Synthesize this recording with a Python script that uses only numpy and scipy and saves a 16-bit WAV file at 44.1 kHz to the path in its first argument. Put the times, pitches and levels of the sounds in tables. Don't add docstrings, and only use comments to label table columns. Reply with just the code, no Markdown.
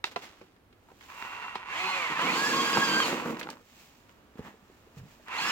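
import sys
import numpy as np
from scipy import signal
from scipy.fft import rfft, irfft, next_fast_len
from scipy.io import wavfile
from scipy.ndimage import uniform_filter1d

SR = 44100
rng = np.random.default_rng(int(sys.argv[2]) if len(sys.argv) > 2 else 0)


def master_out(mix):
    frames = np.transpose(np.atleast_2d(mix))
    ceiling = np.clip(frames, -1, 1)
    pcm = np.round(ceiling * 32767).astype(np.int16)
    wavfile.write(sys.argv[1], SR, pcm)


N = 242991
T = np.arange(N) / SR

# frequency in Hz, relative spectral density in dB.
AIR_SPECTRUM = [(15, -19), (25, -8), (101, -2), (133, -10.5), (253, -4.5), (359, -8), (445, -9), (614, -13),
                (1340, -16), (1450, -17), (3930, -28.5), (7910, -40.5), (15500, -37)]
CRUMB_SPECTRUM = [(88, -35), (150, -4), (1090, 2.5), (1290, 1), (1400, 1), (1660, 1.5), (2810, -0.5),
                  (7410, -11), (9540, -22), (15500, -18)]
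DENIM_SPECTRUM = [(1470, -19), (2500, -4), (3070, -7.5), (5830, -11), (7340, -10), (9290, -23.5),
                  (15500, -14)]
SOLE_SPECTRUM = [(200, 11), (450, -1.5), (800, 4), (1200, 3.5), (1550, -1), (1780, 3), (2050, -2.5),
                 (3000, -7), (6000, -37)]
CLOD_SPECTRUM = [(40, -47.5), (100, -23), (160, 0), (220, 4.5), (270, 1.5), (320, 6.5), (390, -3.5),
                 (480, 4), (630, -10), (1000, -25), (3000, -54)]
SPRAY_SPECTRUM = [(500, 7), (1200, 10), (2500, -5.5), (4500, -14), (7500, -11.5), (9000, -23.5),
                  (15500, -16.5)]
RATTLE_SPECTRUM = [(100, -19.5), (350, -16.5), (600, -18), (820, -5), (1050, -1.5), (1300, -2),
                   (1650, -7.5), (2100, -4), (2700, -4), (3100, -9.5), (3800, -12.5), (6000, -23),
                   (15000, -76)]
BRUSH_SPECTRUM = [(1500, -24), (3200, -1.5), (4400, 6.5), (5400, -2.5), (6500, 4), (7600, 3), (8800, -11),
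                  (11000, -8), (15500, -11.5)]
# frequency in Hz, gain in dB.
HOUSING_RESPONSE = [(180, -13.5), (380, -8), (600, -7.5), (850, -1.5), (1100, 6), (1350, -10), (1630, 0),
                    (1900, -19), (2600, 10)]
GEARBOX_RESPONSE = [(500, -20), (840, -6.5), (1080, 1), (1280, -25.5), (1620, -0.5), (1820, -7),
                    (2100, 2.5), (2520, 1.5), (2900, -5), (3260, -3.5), (3750, -22), (4250, 1), (4500, -3),
                    (4750, -2.5), (5200, -7.5), (5600, -16), (6500, 2)]
MIC_TILT = [(60, -1.5), (250, -2), (600, -1.8), (1200, -3), (1650, -1.8), (2200, -4), (2900, -5),
            (3500, -2.5), (4500, 0), (6000, -2), (9000, 2.5), (15000, -2)]
# start in seconds, rise time in seconds, relative level in dB.
GRANULE_SPILLS = [(.042, 0.016, -47), (.108, .012, -53.5), (.165, 0.017, -52), (.212, 0.025, -49),
                  (.28, 0.078, -63.5), (1.01, 0.022, -56.5), (3.045, 0.025, -33.5), (3.491, 0.015, -50)]
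# peak
# time in seconds, width in seconds, relative swish and scuff levels in dB.
RUBS_AND_TICKS = [(1.2, .16, -58, -66), (3.307, 0.018, -55, -60), (3.4, 0.0062, -45.5, -63),
                  (3.805, 0.16, -62, -62), (4.11, 0.012, -75, -68), (4.387, 0.013, -72, -53),
                  (4.468, 0.035, -64.5, -46.5), (4.773, 0.54, -73, -65), (4.984, 0.016, -63.5, -58),
                  (5.122, 0.053, -66.5, -64), (5.256, 0.035, -69.5, -64)]
# start in seconds, level in dB, centre in Hz, grit T60 in seconds.
RIM_BUMPS = [(4.356, -41, 258, 0.042), (4.392, -43, 770, 0.032), (4.393, -27, 230, 0.024),
             (4.405, -34, 120, 0.015), (4.541, -44.5, 355, 0.019), (4.625, -49, 200, 0.15),
             (4.698, -47, 394, 0.12), (4.871, -50, 430, 0.074), (5.198, -49.5, 610, 0.06)]
# frequency in Hz, relative level in dB, base T60 in seconds.
POT_MODES = [(160, -7.5, 0.11), (223.4, -4.5, 0.095), (306, -6.5, 0.016), (380, -5.5, 0.071),
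             (474, -8.5, 0.066), (760, -7.5, 0.063), (918, -11.5, 0.03), (985, -2, 0.057),
             (1310, -3, 0.046), (1620, 5.5, 0.006), (2162, -4, 0.036), (2740, -12.5, 0.086),
             (2770, -1.5, 0.026), (3530, -39, 0.051), (4070, -3, 0.027)]
# start in seconds, level in dB, centre in Hz, factor on the decay times, relative crack level in dB.
KNOCKS_AND_CLICKS = [(0.0404, -22, 1360, 0.68, -9), (.042, -13, 3500, 0.57, -14), (.052, -30, 4100, 3.1, 0),
                     (0.1601, -24, 2960, 0.95, -13.5), (0.1615, -17.5, 765, 1.15, 1.5),
                     (0.413, -38, 380, 1.6, 6.5), (.563, -54.5, 1200, 1.5, 17), (.727, -49.5, 2500, 1, -3),
                     (0.887, -47, 875, 1.2, -9), (.902, -46, 1100, 1.4, -10), (0.916, -43, 579, 0.94, -2),
                     (1.009, -39.5, 1990, 0.83, 5), (1.101, -34, 1310, 0.53, 5),
                     (1.2247, -23, 1400, 0.23, -4), (1.2495, -30, 1110, .7, -1),
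                     (1.443, -28, 1190, 3.3, -9), (1.5537, -31, 3020, 2.5, 9), (1.556, -20, 950, 0.56, -16),
                     (2.108, -39, 190, 0.85, -9), (2.192, -20, 1220, 0.93, -1),
                     (2.7711, -12, 960, 0.56, -15.5), (2.777, -19.5, 350, 0.77, 10),
                     (2.7806, -17.5, 300, 0.45, -8), (3.002, -11, 1280, 0.42, -17),
                     (3.129, -20, 424, 0.6, -3), (3.2598, -24.5, 286, 1.4, -8.5), (3.30, -26.5, 230, 2, -9),
                     (3.346, -39, 2500, .5, 2), (3.369, -32, 1790, 0.77, -4),
                     (3.395, -30.5, 4100, 0.72, -6), (3.412, -23.5, 1950, 1.7, -5),
                     (3.429, -30.5, 2360, 1.6, 9), (3.471, -30.5, 1200, 0.3, -20),
                     (3.4893, -24.5, 920, 0.33, -6), (3.503, -25, 5100, 0.15, 16.5),
                     (3.57, -38.5, 1200, 0.21, -15), (4.093, -45.5, 1280, 0.53, 1),
                     (5.283, -27, 1540, .45, 2)]
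# time in seconds, level in dB.
CHURN_RUNS = [
    [(2.08, -54), (2.122, -42), (2.142, -54), (2.222, -38), (2.748, -37), (2.774, -27.5), (2.87, -38.5),
     (2.946, -31.5), (3.078, -40.5), (3.124, -34), (3.248, -40.5), (3.256, -35.5), (3.328, -36.5),
     (3.362, -44.5), (3.502, -48), (3.6, -60.5)],
    [(5.3, -60), (5.342, -54.5), (5.474, -44.5), (5.51, -51.5)],
]
# time in seconds, base rate of the gear tones in Hz.
GEAR_SPEED = [(1.03, 0), (1.25, 165), (1.48, 158), (1.65, 85), (1.72, 255), (1.81, 422), (1.96, 420),
              (2.16, 285), (2.28, 380), (2.38, 533), (2.48, 575), (2.54, 538), (2.745, 553), (2.77, 536),
              (2.86, 546), (2.9, 522), (3.02, 527), (3.1, 400), (3.25, 180), (3.46, 0), (5.255, 0),
              (5.36, 330), (5.425, 540), (5.5, 582)]
# multiple of the base rate, relative level at full load in dB,
# phase wobble scale in radians, change without load in dB.
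GEAR_TONES = [(2, -1, 0.19, -3.5), (3, 0, 0.32, -12), (5, -13.5, 1.7, 4), (6, -3.5, 1.2, 3),
              (7, -15.5, 1.1, 7.5), (8, -15.5, 1, 9), (9, -2.5, 0.83, -3), (10, -12.5, 1.1, 2),
              (12, -22.5, 1.4, -2)]
# frequency in Hz, bandwidth in Hz, relative level in dB.
PADDLE_MODES = [(926, 7, 5), (1009, 23, 8), (1129, 9.3, 5), (1295, 9.3, -7.5), (1454, 57, 1.5),
                (1893, 45, 2)]

FULL_SPEED_HZ, FULL_LOAD_DB = 550, -39
RELEASE_S, COAST_FADE_S = 3.036, 0.074


def undb(db):
    return 10 ** (np.asarray(db) / 20)


def unit(x):
    return x / np.sqrt(np.mean(x ** 2))


def curve(rows):
    return np.interp(T, *np.transpose(rows))


def decay(t, t60):
    return np.exp(-np.log(1000) * t / t60)


def add(out, start, sound):
    i = int(start * SR)
    out[..., i:i + sound.shape[-1]] += sound[..., :N - i]


def noise():
    return rng.standard_normal((3, N))


def walk(rate):
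    step = max(int(SR / rate), 2)
    knots = rng.standard_normal(N // step + 2)
    return unit(uniform_filter1d(np.interp(np.arange(N) / step, np.arange(len(knots)), knots), step))


def grains(rate, spread_db):
    size = undb(spread_db * np.minimum(rng.exponential(size=N), 4))
    return unit((rng.random(N) < rate / SR) * size * noise())


def response(hz, points):
    freqs, db = np.transpose(points)
    log_hz, log_freqs = np.log(np.maximum(hz, 1)), np.log(freqs)
    beyond = abs(log_hz - np.clip(log_hz, log_freqs[0], log_freqs[-1]))
    return undb(np.interp(log_hz, log_freqs, db) - 20 * beyond)


def colour(x, spectrum, apart_hz=2200):
    size = next_fast_len(N + SR // 10)
    hz, rows = np.fft.rfftfreq(size, 1 / SR), rfft(x, size)
    apart = hz / apart_hz + 0.16
    stereo = (rows[0] + apart * rows[1:]) / np.sqrt(1 + apart ** 2)
    return unit(irfft(stereo * response(hz, spectrum), size)[:, :N])


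def contact(x, hz, breadth):
    edges = [hz / breadth, min(hz * breadth, SR / 2.3)]
    band = signal.sosfilt(signal.butter(1, edges, "band", fs=SR, output="sos"), x)
    return band / abs(band).max()


def diffuse_tail(envelope):
    tail = rng.standard_normal((2, len(envelope))) * envelope
    return tail / np.sqrt(np.sum(tail ** 2, axis=1, keepdims=True))


def garden():
    air = colour(noise(), AIR_SPECTRUM, apart_hz=850) * undb(-61.5 + walk(3.8))
    return air + undb(-80) * noise()[1:]


def rubs_and_ticks():
    swish = scuff = 0
    for peak, width, swish_db, scuff_db in RUBS_AND_TICKS:
        side = width * np.where(T < peak, 1, 1.01)
        swell = np.exp(-abs((T - peak) / side) ** 1.1)
        swish += undb(swish_db + 5) * swell
        scuff += undb(scuff_db + 0.9) * swell
    bright = colour(grains(6500, 0.95), DENIM_SPECTRUM) * swish
    dull = colour(grains(3500, 0.9), SOLE_SPECTRUM) * scuff
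    return bright + dull


def spills():
    flow = 0
    for start, rise, db in GRANULE_SPILLS:
        age = np.maximum(T - start, 0) / rise
        flow += undb(db + 2.1) * age * np.exp(1 - age)
    return colour(grains(4400, 1.3), CRUMB_SPECTRUM) * flow


def tub_scatter(x):
    tail = diffuse_tail(decay(T[:SR // 10], t60=0.034))
    tail = signal.sosfilt(signal.butter(1, 1500, "high", fs=SR, output="sos"), tail)
    return x + 0.26 * signal.fftconvolve(x[None], tail, axes=1)[:, :N]


def shoe():
    out, t = np.zeros(N), T[:SR // 5]
    rim_hz, creak_hz, creak_start, slip_gap_s = 446, 159, 4.969, 0.021
    rim = undb(-10.5) * np.sin(2 * np.pi * rim_hz * t) * decay(t, t60=0.072)
    slips = [(creak_start + k * slip_gap_s, -38.5 - k,
              creak_hz * np.exp(0.16 * rng.standard_normal()), 0.17) for k in range(5)]
    for start, db, hz, t60 in RIM_BUMPS + slips:
        flex = np.sin(2 * np.pi * hz * t) * decay(t, 0.45 * t60)
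        grit = 0.62 * rng.standard_normal(len(t)) * decay(t, t60)
        add(out, start, undb(db) * contact(flex + rim + grit, hz, breadth=1.73))
    return tub_scatter(out)


def knocks():
    out, t = np.zeros((2, N)), T[:SR // 4]
    grit_band = signal.butter(2, [400, 5600], "band", fs=SR, output="sos")
    for start, db, hz, length, crack_db in KNOCKS_AND_CLICKS:
        ring = 0
        for mode_hz, mode_db, t60 in POT_MODES:
            detuned_hz = mode_hz * (1 + 0.048 * rng.standard_normal())
            mode = np.sin(2 * np.pi * detuned_hz * t) * decay(t, t60 * length)
            ring += rng.choice([-1, 1]) * undb(mode_db) * mode
        crack_and_rustle = decay(t, 0.04 * length) + undb(-27) * decay(t, 0.25 * length)
        grit = rng.standard_normal((2, len(t))) * crack_and_rustle
        grit = signal.sosfilt(grit_band, grit) + undb(-35.5) * grit
        snap_gain = 0.14 * min(hz / 2200, 1) ** 2 / (1 + undb(-crack_db))
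        snap = snap_gain * rng.standard_normal((2, len(t))) * np.exp(-t / 0.003)
        body = contact(ring + undb(crack_db + 10) * grit, hz, breadth=1.41)
        add(out, start, undb(db) * (body + snap))
    return out


def churn():
    gain = 0
    for run in CHURN_RUNS:
        beyond_s = np.maximum(run[0][0] - T, 0) + np.maximum(T - run[-1][0], 0)
        gain += undb(curve(run)) * np.exp(-(beyond_s / 0.027) ** 4)
    return gain


def soil():
    clods = colour(grains(2200, 1.8) * undb(walk(29.64)), CLOD_SPECTRUM, apart_hz=2800)
    spray = colour(grains(2500, 3.4) * undb(walk(43)), SPRAY_SPECTRUM, apart_hz=2500)
    return (undb(-0.5) * clods + undb(-3) * spray) * churn()


def controller(throttle, load):
    switching_hz = 2730
    duty = np.clip(throttle * (0.97 + 0.24 * load), 0, 1)
    tone = np.sin(2 * np.pi * switching_hz * T + 0.43 * walk(40)) * undb(-45.5 + 2 * walk(29.45))
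    return tone * (4 * duty * (1 - duty)) ** 2


def brushes(throttle, turns, load):
    sparks = grains(12000, 0.98) * (1 + 0.068 * np.sin(2 * np.pi * turns))
    return colour(sparks, BRUSH_SPECTRUM, apart_hz=1900) * throttle ** 1.83 * undb(-42.5 + 4 * load)


def shaft_buzz(speed, turns, load):
    out, shaft_ratio = 0, 4 / 9
    for multiple in shaft_ratio * np.arange(1, 13):
        tone = np.sin(2 * np.pi * multiple * turns + 0.5 * walk(60))
        out += tone * response(multiple * speed, HOUSING_RESPONSE) * undb(4.7 * walk(25.28))
    return out * speed / FULL_SPEED_HZ * undb(-6.5 - 22 * load)


def gear_rattle(speed, turns):
    throttle = speed / FULL_SPEED_HZ
    teeth = np.diff(np.floor(6 * turns), prepend=0) / np.sqrt(speed)
    impacts = unit(teeth * noise() * undb(rng.standard_normal(N)))
    force = impacts + 0.9 * noise()
    rattle = colour(force, RATTLE_SPECTRUM, apart_hz=2350) * undb(-0.5 + walk(60))
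    dull = signal.sosfiltfilt(signal.butter(4, 3180, fs=SR, output="sos"), rattle)
    rattle = dull + (rattle - dull) * undb(-10.5 * (1 - throttle) ** 2)
    ring = sum(undb(db) * unit(signal.lfilter(*signal.iirpeak(hz, hz / width, SR), force[0]))
               for hz, width, db in PADDLE_MODES)
    return rattle + unit(ring) * undb(-2 - 12.7 * throttle)


def gear_whine(speed, turns, load):
    out, orbit = 0, 0.7 * np.sin(2 * np.pi * turns / 9)
    for multiple, db, wobble, free_db in GEAR_TONES:
        sway = orbit + 0.65 * walk(170) + 0.45 * np.array([walk(110), walk(110)])
        level_db = db + free_db * (1 - load) + 3.9 * walk(70) + 2.4 * walk(18)
        phase = 2 * np.pi * multiple * turns + wobble * sway * np.sqrt(speed / 480)
        out += np.sqrt(2) * response(multiple * speed, GEARBOX_RESPONSE) * undb(level_db) * np.sin(phase)
    return out


def drill():
    load = np.minimum(churn() / undb(FULL_LOAD_DB), 1)
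    set_speed = curve(GEAR_SPEED)
    accel = np.gradient(set_speed) * SR
    speed = np.maximum(set_speed, 1e-3) * (1 + 0.007 * load * walk(22))
    throttle, turns = speed / FULL_SPEED_HZ, np.cumsum(speed) / SR
    coast = np.clip((T - RELEASE_S) / COAST_FADE_S, 0, 1) * (accel < 0)
    driven = coast == 0
    spin_up = np.tanh(uniform_filter1d(np.maximum(accel, 0), size=SR // 20) / 1800)
    strain = load * np.maximum(1 - throttle, 0) * driven
    clatter_gain = throttle * undb(-33.5 - spin_up + 15 * strain - 0.5 * coast)
    whine_gain = throttle ** 1.39 * undb(-34.5 + 15.5 * strain - 17 * coast)
    clatter = clatter_gain * (gear_rattle(speed, turns) + shaft_buzz(speed, turns, load))
    whine = whine_gain * gear_whine(speed, turns, load)
    return clatter + whine + brushes(throttle, turns, load) + controller(throttle, load) * driven


def scene():
    direct = drill() + soil() + knocks() + shoe() + spills() + rubs_and_ticks()
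    t = T[:SR // 2]
    tail = diffuse_tail(decay(t, t60=0.22) * (t > 0.008))
    echo = signal.fftconvolve(direct, tail, axes=1)[:, :N]
    return direct + undb(-18) * echo + garden()


def record(dry):
    size, top_hz = next_fast_len(N + SR // 10), 15900
    hz, (left, right) = np.fft.rfftfreq(size, 1 / SR), rfft(dry, size)
    lean = undb(np.interp(hz, *np.transpose(MIC_TILT)) / 2)
    lag = np.exp(-2.2j * np.tanh(hz / 2500))
    stereo = irfft(np.array([left * lean, right * lag / lean]), size)[:, :N]
    return signal.sosfilt(signal.ellip(10, 0.2, 70, top_hz, fs=SR, output="sos"), stereo)


dry = scene()
out = record(dry)
master_out(out)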